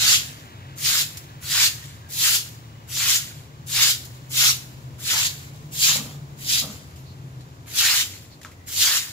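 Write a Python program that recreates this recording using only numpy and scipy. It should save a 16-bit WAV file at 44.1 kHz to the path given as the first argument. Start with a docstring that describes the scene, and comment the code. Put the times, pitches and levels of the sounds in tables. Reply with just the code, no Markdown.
"""A stick broom sweeps a wet concrete yard in twelve strokes, passing two microphones. From the start a far
engine hums in traffic and water trickles to the left. In each stroke the bristles scratch on grit, churn
bubbles and throw spray, and nearby walls answer briefly. A bristle flicks after a second, then birds call
faintly; from 4 s drops tick and plop. Near 5.9 s and 6.6 s flung water drums on a hollow barrel.
The birds return around the last two strokes, among a few more drops."""
import sys
import numpy as np
from scipy import signal
from scipy.fft import rfft, irfft, next_fast_len
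from scipy.io import wavfile
from scipy.ndimage import uniform_filter1d, map_coordinates

SR = 44100
rng = np.random.default_rng(int(sys.argv[2]) if len(sys.argv) > 2 else 0)


def master(y):
    """Save y as 16-bit WAV."""
    cut = np.clip(np.atleast_2d(y).T, -1, 1)
    pcm = np.round(cut * 32767)  # scale
    wavfile.write(sys.argv[1], SR, pcm.astype(np.int16))


N = 402190

# the far engine's running: (time [s], firing rate [Hz], relative level [dB])
ENGINE_RUN = [(0, 113, -48), (1.3, 104, -49.5), (2.0, 111, -49), (2.55, 114.5, -45), (3.08, 109, -44.5),
              (3.4, 113, -48.5), (4.42, 130, -42), (5.0, 120.8, -42), (5.25, 146, -56), (5.6, 146.5, -40.5),
              (5.9, 149, -45), (6.12, 142, -36.5), (6.8, 132, -51), (7.3, 129, -38.5), (7.62, 126, -49),
              (7.8, 104, -48.5), (8.35, 88, -51.5), (9.12, 89, -52)]
# loudness of traffic rumble, traffic drone and trickle: (time [s], relative level [dB])
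RUMBLE_LEVEL = [(0, -42), (2, -45), (6.1, -41.5), (7.8, -43.5), (9.12, -45)]
DRONE_LEVEL = [(0, -45.5), (2.8, -49), (4.2, -47.5), (6.1, -44.5), (7.6, -50), (7.8, -62.5)]
TRICKLE_LEVEL = [(0, -49.5), (2.8, -58), (3.6, -59), (7.3, -61), (9.12, -68)]
# a faint, nearly steady hiss: (time [s], relative level [dB])
HISS_LEVEL = [(0, -56), (3, -56), (6, -55.5), (9.12, -59.5)]
# spectra of the rumble, drone and hiss: (frequency [Hz], relative level [dB])
RUMBLE_SPECTRUM = [(20, -42), (35, -21), (55, -13), (80, -0.5), (110, -0.5), (142, -6), (175, -12),
                   (310, -13), (420, -17.5), (700, -21.5), (2000, -36.5)]
DRONE_SPECTRUM = [(95, -47), (125, 0), (150, -1), (170, -13), (230, -39), (600, -90)]
HISS_SPECTRUM = [(200, 2), (450, -5), (1000, 8), (2000, -1.5), (4000, -2), (7000, -5.5), (10000, -12),
                 (15000, -28)]
# likeness of the background at the two microphones: (frequency [Hz], correlation [-1 to 1])
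COHERENCE = [(130, 0.96), (290, 0.87), (640, 0.34), (1400, -0.68), (3000, 0.018)]
# distant bird calls: (time [s], length [s], pitch [Hz], level [dB], quality factor [1])
BIRD_CALLS = [(1.758, 0.12, 1865, -52, 80), (1.999, 0.13, 1634, -56, 72), (2.652, 0.25, 2910, -63, 51),
              (7.036, 0.12, 4270, -55, 10), (7.389, .05, 4000, -57, 10), (8.296, 0.071, 4270, -52, 10),
              (8.51, 0.24, 1960, -61, 25)]
# reverberation of the yard: (frequency [Hz], 60 dB decay time [s])
YARD_DECAY = [(200, 0.23), (2000, 0.34), (6000, 0.35), (15000, 0.42)]
# a bristle flick (first row), then splats and gulps of water:
# (time [s], relative level [dB], resonance [Hz], ring gain [dB], 60 dB decay time [s])
FLICK_AND_DROPS = [(1.171, -26.5, 5200, -17, 0.1), (4.05, -35, 4500, -8, 0.11), (4.43, -40, 1060, 18, 0.4),
                   (5.13, -40, 870, 19, 0.51), (5.89, -40.5, 1050, 20.5, 0.33), (6.96, -46, 2800, -3, 0.38),
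                   (7.408, -46, 2000, -4, 0.057), (8.415, -39.5, 1850, 4, 0.068),
                   (8.431, -37.5, 3370, 2, 0.07), (8.448, -34.5, 1330, 19.5, 0.015),
                   (8.452, -40.5, 1260, 11, 0.2), (8.514, -47, 2210, 9, 0.13)]
# flung water pattering on the barrel: (time [s], relative level [dB], 60 dB decay time [s])
BARREL_SPLASHES = [(5.945, -36.5, 0.66), (6.612, -37.5, 0.58)]
# the barrel's modes: (frequency [Hz], bandwidth [Hz], gain [dB])
BARREL_MODES = [(210, 36, 5), (285, 35, -2.5), (458, 49, -7.5), (630, 70, -6), (780, 130, -10.5),
                (1280, 230, -12)]
# spectra of the broom's three sounds: (frequency [Hz], relative level [dB])
CHURN_SPECTRUM = [(150, -24), (400, -28), (700, -12.5), (1000, -7), (1400, 3), (2100, 9), (3000, 10),
                  (5000, -10), (10000, -46)]
SCRAPE_SPECTRUM = [(500, -31.5), (1500, -20.5), (2200, -9), (2900, -2), (3800, 0.5), (4600, 0),
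                   (6000, -2.5), (7500, -3.5), (9500, -9), (16000, -18)]
SPRAY_SPECTRUM = [(2000, -25), (4500, -10), (7000, -1), (9000, 0.5), (11500, 1), (15500, -1)]
# the strokes, with relative levels: (touches down [s], fully pressed [s], meets deep water [s],
#   digs in [s], lifts [s], scrape [dB], first graze below it [dB], lean into the stroke [dB], spray [dB],
#   churn [dB], wake [dB], wake length [s], bearing to the left when pressed [degrees])
BROOM_STROKES = [(-0.11, 0.015, 0.018, 0.092, 0.16, -20, 34, 3.5, -28, -33.5, -39.0, 0.47, 25),
                 (0.757, 0.858, 0.891, 0.985, 1.015, -24.5, 26, -0.5, -28, -37.0, -43.0, 0.46, 6.5),
                 (1.404, 1.515, 1.544, 1.624, 1.664, -23, 24.5, 6, -29.0, -33.0, -42.5, 0.6, 2),
                 (2.083, 2.207, 2.237, 2.273, 2.368, -23.5, 26, 0.5, -26.5, -37.5, -44.0, 0.38, 10.5),
                 (2.87, 2.971, 3.007, 3.105, 3.157, -25.5, 23, 6.5, -29, -36.5, -36.0, 0.34, -5),
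                 (3.659, 3.764, 3.767, 3.83, 3.913, -22, 22, 1.0, -27.5, -34.5, -45.0, 0.82, 5),
                 (4.29, 4.383, 4.394, 4.457, 4.507, -21.5, 25.5, 0, -25.5, -33.5, -49.0, 0.77, 27),
                 (4.977, 5.072, 5.097, 5.187, 5.27, -25.5, 25, 2.5, -31.5, -36.0, -45.0, 0.86, 21),
                 (5.708, 5.84, 5.86, 5.892, 5.969, -23.5, 29, -11, -29.0, -37.5, -38.5, 0.27, 55),
                 (6.365, 6.501, 6.52, 6.539, 6.6, -24.5, 31, 1, -30, -42.5, -43, 0.5, 67),
                 (7.653, 7.788, 7.818, 7.797, 8.013, -23, 36, -3, -29.0, -34.0, -41.0, 0.43, -17),
                 (8.659, 8.805, 8.849, 8.824, 8.981, -23.5, 27.0, -4, -28, -34.0, -37.5, 0.77, -10.5)]
# response shared by the two microphones: (frequency [Hz], gain [dB])
MIC_RESPONSE = [(6300, 1), (7300, 4), (7800, -2), (8400, -6), (9200, -5), (11000, -2.5), (15100, -2.5),
                (15700, -4)]
# their imbalance: (frequency [Hz], left minus right [dB])
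MIC_BALANCE = [(1000, 0), (2000, 0.7), (4500, -1.1), (8000, 0.6), (12000, 1.5)]

TOUCH_S, LIFT_DB_PER_S = 0.028, 370  # the bristle tips meet the ground, and leave it
PRESS_CURVE, EARLY_SPRAY_DB = 1.27, 10.5  # pressure builds; a light graze is mostly spray
CHURN_GRAZE_DB, WAVE_CURVE = 20, 2.4  # the bow wave builds late and steeply
SPEED_ARCH_DB, WAVE_ARCH_DB = 0.28, 2.5  # fastest and deepest in mid-stroke
DIG_DB, DIG_S = 2, 0.017  # once in a stroke the bristles bite briefly harder
WAVE_BREAK_S = 0.012  # the wave runs off this long before the lift
WAKE_DB_PER_S, WAKE_SPRAY_DB, WAKE_CHURN_DB = 42, -3, -7  # flung water patters down behind the stroke
WAKE_CLUMP_DB = 1.63  # it lands in clumps
TIP_CHURN_DB, FAN_CHURN_DB = 3.5, -3  # the water is churned mostly at the tip
SWING_DEG_PER_S, MIC_DELAY_MS = 207, 0.29  # the broom's arc; travel time between the microphones
BAND_LIMIT_HZ = 15600


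def amp(db):
    """Decibels to amplitude ratio."""
    return 10 ** (np.asarray(db) / 20)


def unit(x):
    """Normalisation to rms 1."""
    return x / np.sqrt(np.mean(x ** 2) + 1e-20)


def along(points, hz):
    """Interpolation of (frequency [Hz], value) points on a logarithmic axis."""
    knots_hz, values = np.transpose(points)
    return np.interp(np.log(hz + 1), np.log(knots_hz + 1), values)


def curves(rows):
    """Linear interpolation, sample by sample, of each column after the time."""
    times, *columns = np.transpose(rows)
    return [np.interp(np.arange(N) / SR, times, column) for column in columns]


def clock():
    """A coarse time axis for gestures, one step a millisecond."""
    return np.arange(0, N / SR, 0.001)


def ramp(start, end):
    """A linear rise from 0 at start to 1 at end."""
    return np.clip((clock() - start) / max(end - start, 1e-3), 0, 1)


def fade(start, db_per_s):
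    """Exponential decay from a gain of 1, beginning at start."""
    return amp(-db_per_s * np.maximum(clock() - start, 0))


def wobble(rate):
    """Slow fluctuation: a spline through random knots, rate of them a second."""
    knots = rng.standard_normal(int(N * rate / SR) + 4)
    return map_coordinates(knots, [np.arange(N) * rate / SR])


def filtered(x, response):
    """Linear filtering: the spectrum of x times a frequency response."""
    size = next_fast_len(N + SR // 2)
    return irfft(rfft(x, size) * response(np.fft.rfftfreq(size, 1 / SR)), size)[..., :N]


def coloured(x, spectrum):
    """Spectral shaping by (frequency [Hz], level [dB]) points, at rms 1."""
    return unit(filtered(x, lambda hz: amp(along(spectrum, hz))))


def clicks(rate, scatter_db):
    """Shot noise: random tiny impacts of scattered size, equal in power at any rate a second."""
    chance = np.clip(rate / SR, 1e-4, 1)
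    sizes = rng.standard_normal(N) * amp(scatter_db * rng.standard_normal(N))
    return unit((rng.random(N) < chance) * sizes / np.sqrt(chance))


def bubbles(density, centre_hz, spread, cycles, count):
    """Bubble resonance: each rings down 60 dB in the given cycles, rising in pitch near the surface."""
    start = np.searchsorted(np.cumsum(density) / density.sum(), rng.random((count, 1)))
    pitch, size = rng.standard_normal((2, count, 1))
    t = np.arange(SR // 80) / SR
    turns = np.minimum(centre_hz * np.exp(spread * pitch), SR / 4) * t
    age = turns / cycles
    rise = 1 + 0.095 * np.minimum(age, 1)
    rings = amp(0.98 * size - 60 * age) * np.sin(2 * np.pi * turns * rise)
    froth = np.bincount((start + np.arange(len(t))).ravel(), rings.ravel(), N)[:N]
    return unit(froth / np.sqrt(density))  # even in power at any density


def outdoors(spectrum):
    """Partial coherence: background noise at two points is nearly alike at long wavelengths."""
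    def mid_and_side(hz):
        angle = np.arccos(np.clip(along(COHERENCE, hz), -1, 1)) / 2
        return np.array([np.cos(angle), np.sin(angle)])
    mid, side = filtered(rng.standard_normal((2, N)), mid_and_side)
    return coloured(np.array([mid + side, mid - side]), spectrum)


def engine(rumble_db):
    """Periodic firing gives a harmonic series; unequal firings spread sidebands around the note."""
    firing_hz, engine_db = curves(ENGINE_RUN)
    phase = 2 * np.pi * np.cumsum(firing_hz * (1 + 0.0041 * wobble(12))) / SR
    harmonics = np.sin(phase) + amp(-22.5) * np.sin(2 * phase) + amp(-24.5) * np.sin(3 * phase)
    sidebands = wobble(50) * np.sin(phase) + wobble(50) * np.cos(phase)
    hum = amp(engine_db - 2.5 + 0.95 * wobble(6.1)) * unit(harmonics)
    return hum + amp(rumble_db - 12.5) * unit(sidebands)


def background():
    """Incoherent sources add in power: the engine, traffic rumble and drone, and a faint hiss."""
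    rumble_db, = curves(RUMBLE_LEVEL)
    drone_db, = curves(DRONE_LEVEL)
    hiss_db, = curves(HISS_LEVEL)
    traffic = engine(rumble_db) + amp(rumble_db - 3) * outdoors(RUMBLE_SPECTRUM)
    traffic += amp(drone_db) * outdoors(DRONE_SPECTRUM)
    return traffic * amp([[.8], [-.8]]) + amp(hiss_db) * outdoors(HISS_SPECTRUM)


def birds():
    """Narrow-band noise: thin calls, blurred by distance into puffs of sound around one pitch."""
    t, out = np.arange(SR // 4) / SR, np.zeros((2, N))
    for start, length, hz, db, quality in BIRD_CALLS:
        whistle = signal.lfilter(*signal.iirpeak(hz, quality, fs=SR), rng.standard_normal((2, len(t))))
        swell = np.sin(np.pi * np.minimum(t / length, 1))
        out[:, round(start * SR):][:, :len(t)] += amp(db) * swell * unit(whistle)
    return out


def trickle():
    """Running water fizzes by bubble resonance; the shorter path brings it to the left microphone first."""
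    trickle_db, = curves(TRICKLE_LEVEL)
    fizz = bubbles(np.ones(N), centre_hz=2200, spread=0.36, cycles=11, count=5000)
    wash = coloured(rng.standard_normal(N),
                    spectrum=[(400, -32), (1000, 3), (2300, -3), (3500, -2), (7000, -26), (12000, -21)])
    flow = amp(trickle_db) * unit(0.89 * fizz + wash)
    lead_ms, sides = 0.45, np.array([[1], [-1]]) / 2
    return filtered(flow, lambda hz: np.exp(2j * np.pi * hz * sides * lead_ms / 1000))


def echoes(x):
    """Reverberation: the yard's reflections differ at each microphone and change as the source moves."""
    out, hop = np.zeros((2, N + SR)), SR // 4
    for start in range(0, N, hop):
        hz, t, noise = signal.stft(rng.standard_normal((2, SR // 2)), SR, nperseg=256)
        decay = amp(-60 * t / along(YARD_DECAY, hz)[:, None])
        tail = signal.istft(noise * decay, SR, nperseg=256)[1]
        answer = signal.fftconvolve(x[None, start:start + hop], tail / np.linalg.norm(tail[0]), axes=1)
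        out[:, start:start + answer.shape[1]] += answer
    return out[:, :N]


def flick_and_drops():
    """Impact excites resonance: a bristle flicks brightly, and each drop rings a pocket of water."""
    t, out = np.arange(SR // 4) / SR, np.zeros((2, N + SR))
    for start, db, hz, ring_db, t60 in FLICK_AND_DROPS:
        burst = rng.standard_normal((2, len(t))) * amp(-60 * t / t60)
        band_hz = [1.1 * hz, min(6 * hz, SR / 2.5)]
        impact = signal.lfilter(*signal.butter(1, band_hz, "bandpass", fs=SR), burst)
        ring = signal.lfilter(*signal.iirpeak(hz, Q=4, fs=SR), burst[0])
        out[:, round(start * SR):][:, :len(t)] += amp(db) * (impact + amp(ring_db) * ring)
    return out[:, :N]


def barrel():
    """Forced vibration: a dying patter of flung water drives the damped modes of a hollow wall."""
    def wall(hz):
        return sum((-1) ** k * amp(db) * 1j * hz * width / (mode_hz ** 2 - hz ** 2 + 1j * hz * width)
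                   for k, (mode_hz, width, db) in enumerate(BARREL_MODES))
    t, force = np.arange(N) / SR, np.zeros(N)
    for start, db, t60 in BARREL_SPLASHES:
        age = np.maximum(t - start, 0)
        force += amp(db - 60 * age / t60) * (1 - np.exp(-age / 0.007))
    return amp(21.5) * filtered(force * clicks(1500, scatter_db=3), wall)


def contact(touch, pressed, lift, graze_db, curve, arch_db, lean_db):
    """Friction noise follows pressure: a graze, a build-up, an arch leaning early or late, the lift."""
    progress = ramp(pressed, lift)
    pressure_db = graze_db * (ramp(touch, pressed) ** curve - 1)
    sweep_db = arch_db * np.sin(np.pi * progress) + lean_db * (progress - .5)
    return ramp(touch, touch + TOUCH_S) * amp(pressure_db + sweep_db) * fade(lift, LIFT_DB_PER_S)


def stroke_gains():
    """Strokes and their wakes of falling water add in power, giving gains of scrape, spray and churn."""
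    clumps = amp(WAKE_CLUMP_DB * np.interp(clock(), np.arange(N) / SR, wobble(25)))
    wake_shares = amp([0, WAKE_SPRAY_DB, WAKE_CHURN_DB])
    power = 0
    for (touch, pressed, deep, digs, lift, scrape_db, graze_db, lean_db,
         spray_db, churn_db, wake_db, wake_s, _) in BROOM_STROKES:
        bite_db = DIG_DB * np.exp(-((clock() - digs) / DIG_S) ** 2)
        shape = PRESS_CURVE, SPEED_ARCH_DB, lean_db
        scrape = amp(scrape_db + bite_db) * contact(touch, pressed, lift, graze_db, *shape)
        spray = amp(spray_db + bite_db) * contact(touch, pressed, lift, graze_db - EARLY_SPRAY_DB, *shape)
        bow_wave = contact(touch, deep, lift - WAVE_BREAK_S, CHURN_GRAZE_DB, WAVE_CURVE, WAVE_ARCH_DB, 0)
        churn = amp(churn_db) * bow_wave
        settling = fade(lift, WAKE_DB_PER_S) * (1 - ramp(lift, lift + wake_s))
        wake = amp(wake_db) * clumps * ramp(pressed, lift) * settling
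        power = power + np.square([scrape, spray, churn]) + np.outer(wake_shares, wake) ** 2
    gains = np.sqrt(power) + amp(-80)
    return curves(np.transpose([clock(), *gains]))


def swish(scrape_gain, spray_gain, churn_gain):
    """Bristles catch on grit, churn bubbles and fling spray; the impacts merge into shot noise."""
    rate = 3000 + 36000 * scrape_gain / scrape_gain.max()  # dense in hard strokes, sparse in their wakes
    froth = bubbles(np.sqrt(churn_gain), centre_hz=1537, spread=0.606, cycles=19, count=6000)
    churn = amp(3) * churn_gain * coloured(froth, CHURN_SPECTRUM)
    scrape = amp(2.5) * scrape_gain * coloured(clicks(rate, scatter_db=2), SCRAPE_SPECTRUM)
    spray = amp(7) * spray_gain * coloured(clicks(rate, scatter_db=0.5), SPRAY_SPECTRUM)
    return churn + scrape + spray


def swing(x):
    """Path difference: as the broom swings leftward, its sound reaches the left microphone ever earlier."""
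    path = []
    for touch, pressed, _, _, lift, *_, bearing in BROOM_STROKES:
        path += [(touch, bearing), (pressed, bearing), (lift, bearing + SWING_DEG_PER_S * (lift - pressed))]
    degrees, = curves(path)
    lead_samples = MIC_DELAY_MS / 1000 * SR * np.sin(np.radians(degrees))
    return np.array([map_coordinates(x, [np.arange(N) + side * lead_samples], order=5)
                     for side in (.5, -.5)])


def pockets(x, depth_db):
    """Time-varying filtering: pockets of air and water each colour the sound for hundredths of a second."""
    spectra = signal.stft(x, nperseg=512)[2]
    patches = uniform_filter1d(rng.standard_normal(spectra.shape[1:]), size=4, axis=0)  # over frequency
    patches = uniform_filter1d(patches, size=6, axis=1)  # over time
    return signal.istft(spectra * amp(depth_db * unit(patches)), nperseg=512)[1][:, :N]


def broom():
    """The tip is a point source; the fan of bristles and water around it is an extended, diffuse one."""
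    scrape, spray, churn = stroke_gains()
    tip = swing(swish(scrape, spray, amp(TIP_CHURN_DB) * churn))
    fan = np.array([swish(scrape, spray, amp(FAN_CHURN_DB) * churn) for microphone in range(2)])
    judder = amp(0.82 * wobble(45))  # the bundle grips and slips as a whole
    return judder * pockets(amp(-6) * tip + amp(-2) * fan, depth_db=2)


def scene():
    """Superposition of the direct sweeping, its reflections from the walls and the background."""
    direct = broom() + flick_and_drops() + barrel()
    sweeping = (direct + amp(-9.5) * echoes(direct[0])) * amp([[.2], [-.2]])
    return sweeping + trickle() + birds() + background()


def record(dry):
    """Frequency response: the band-limited microphones peak near 7 kHz, the left one brighter on top."""
    def response(hz):
        sides = np.array([[1], [-1]]) / 2
        return amp(along(MIC_RESPONSE, hz) + sides * along(MIC_BALANCE, hz)) * (hz < BAND_LIMIT_HZ)
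    return filtered(dry, response)


dry = scene()
out = record(dry)
master(out)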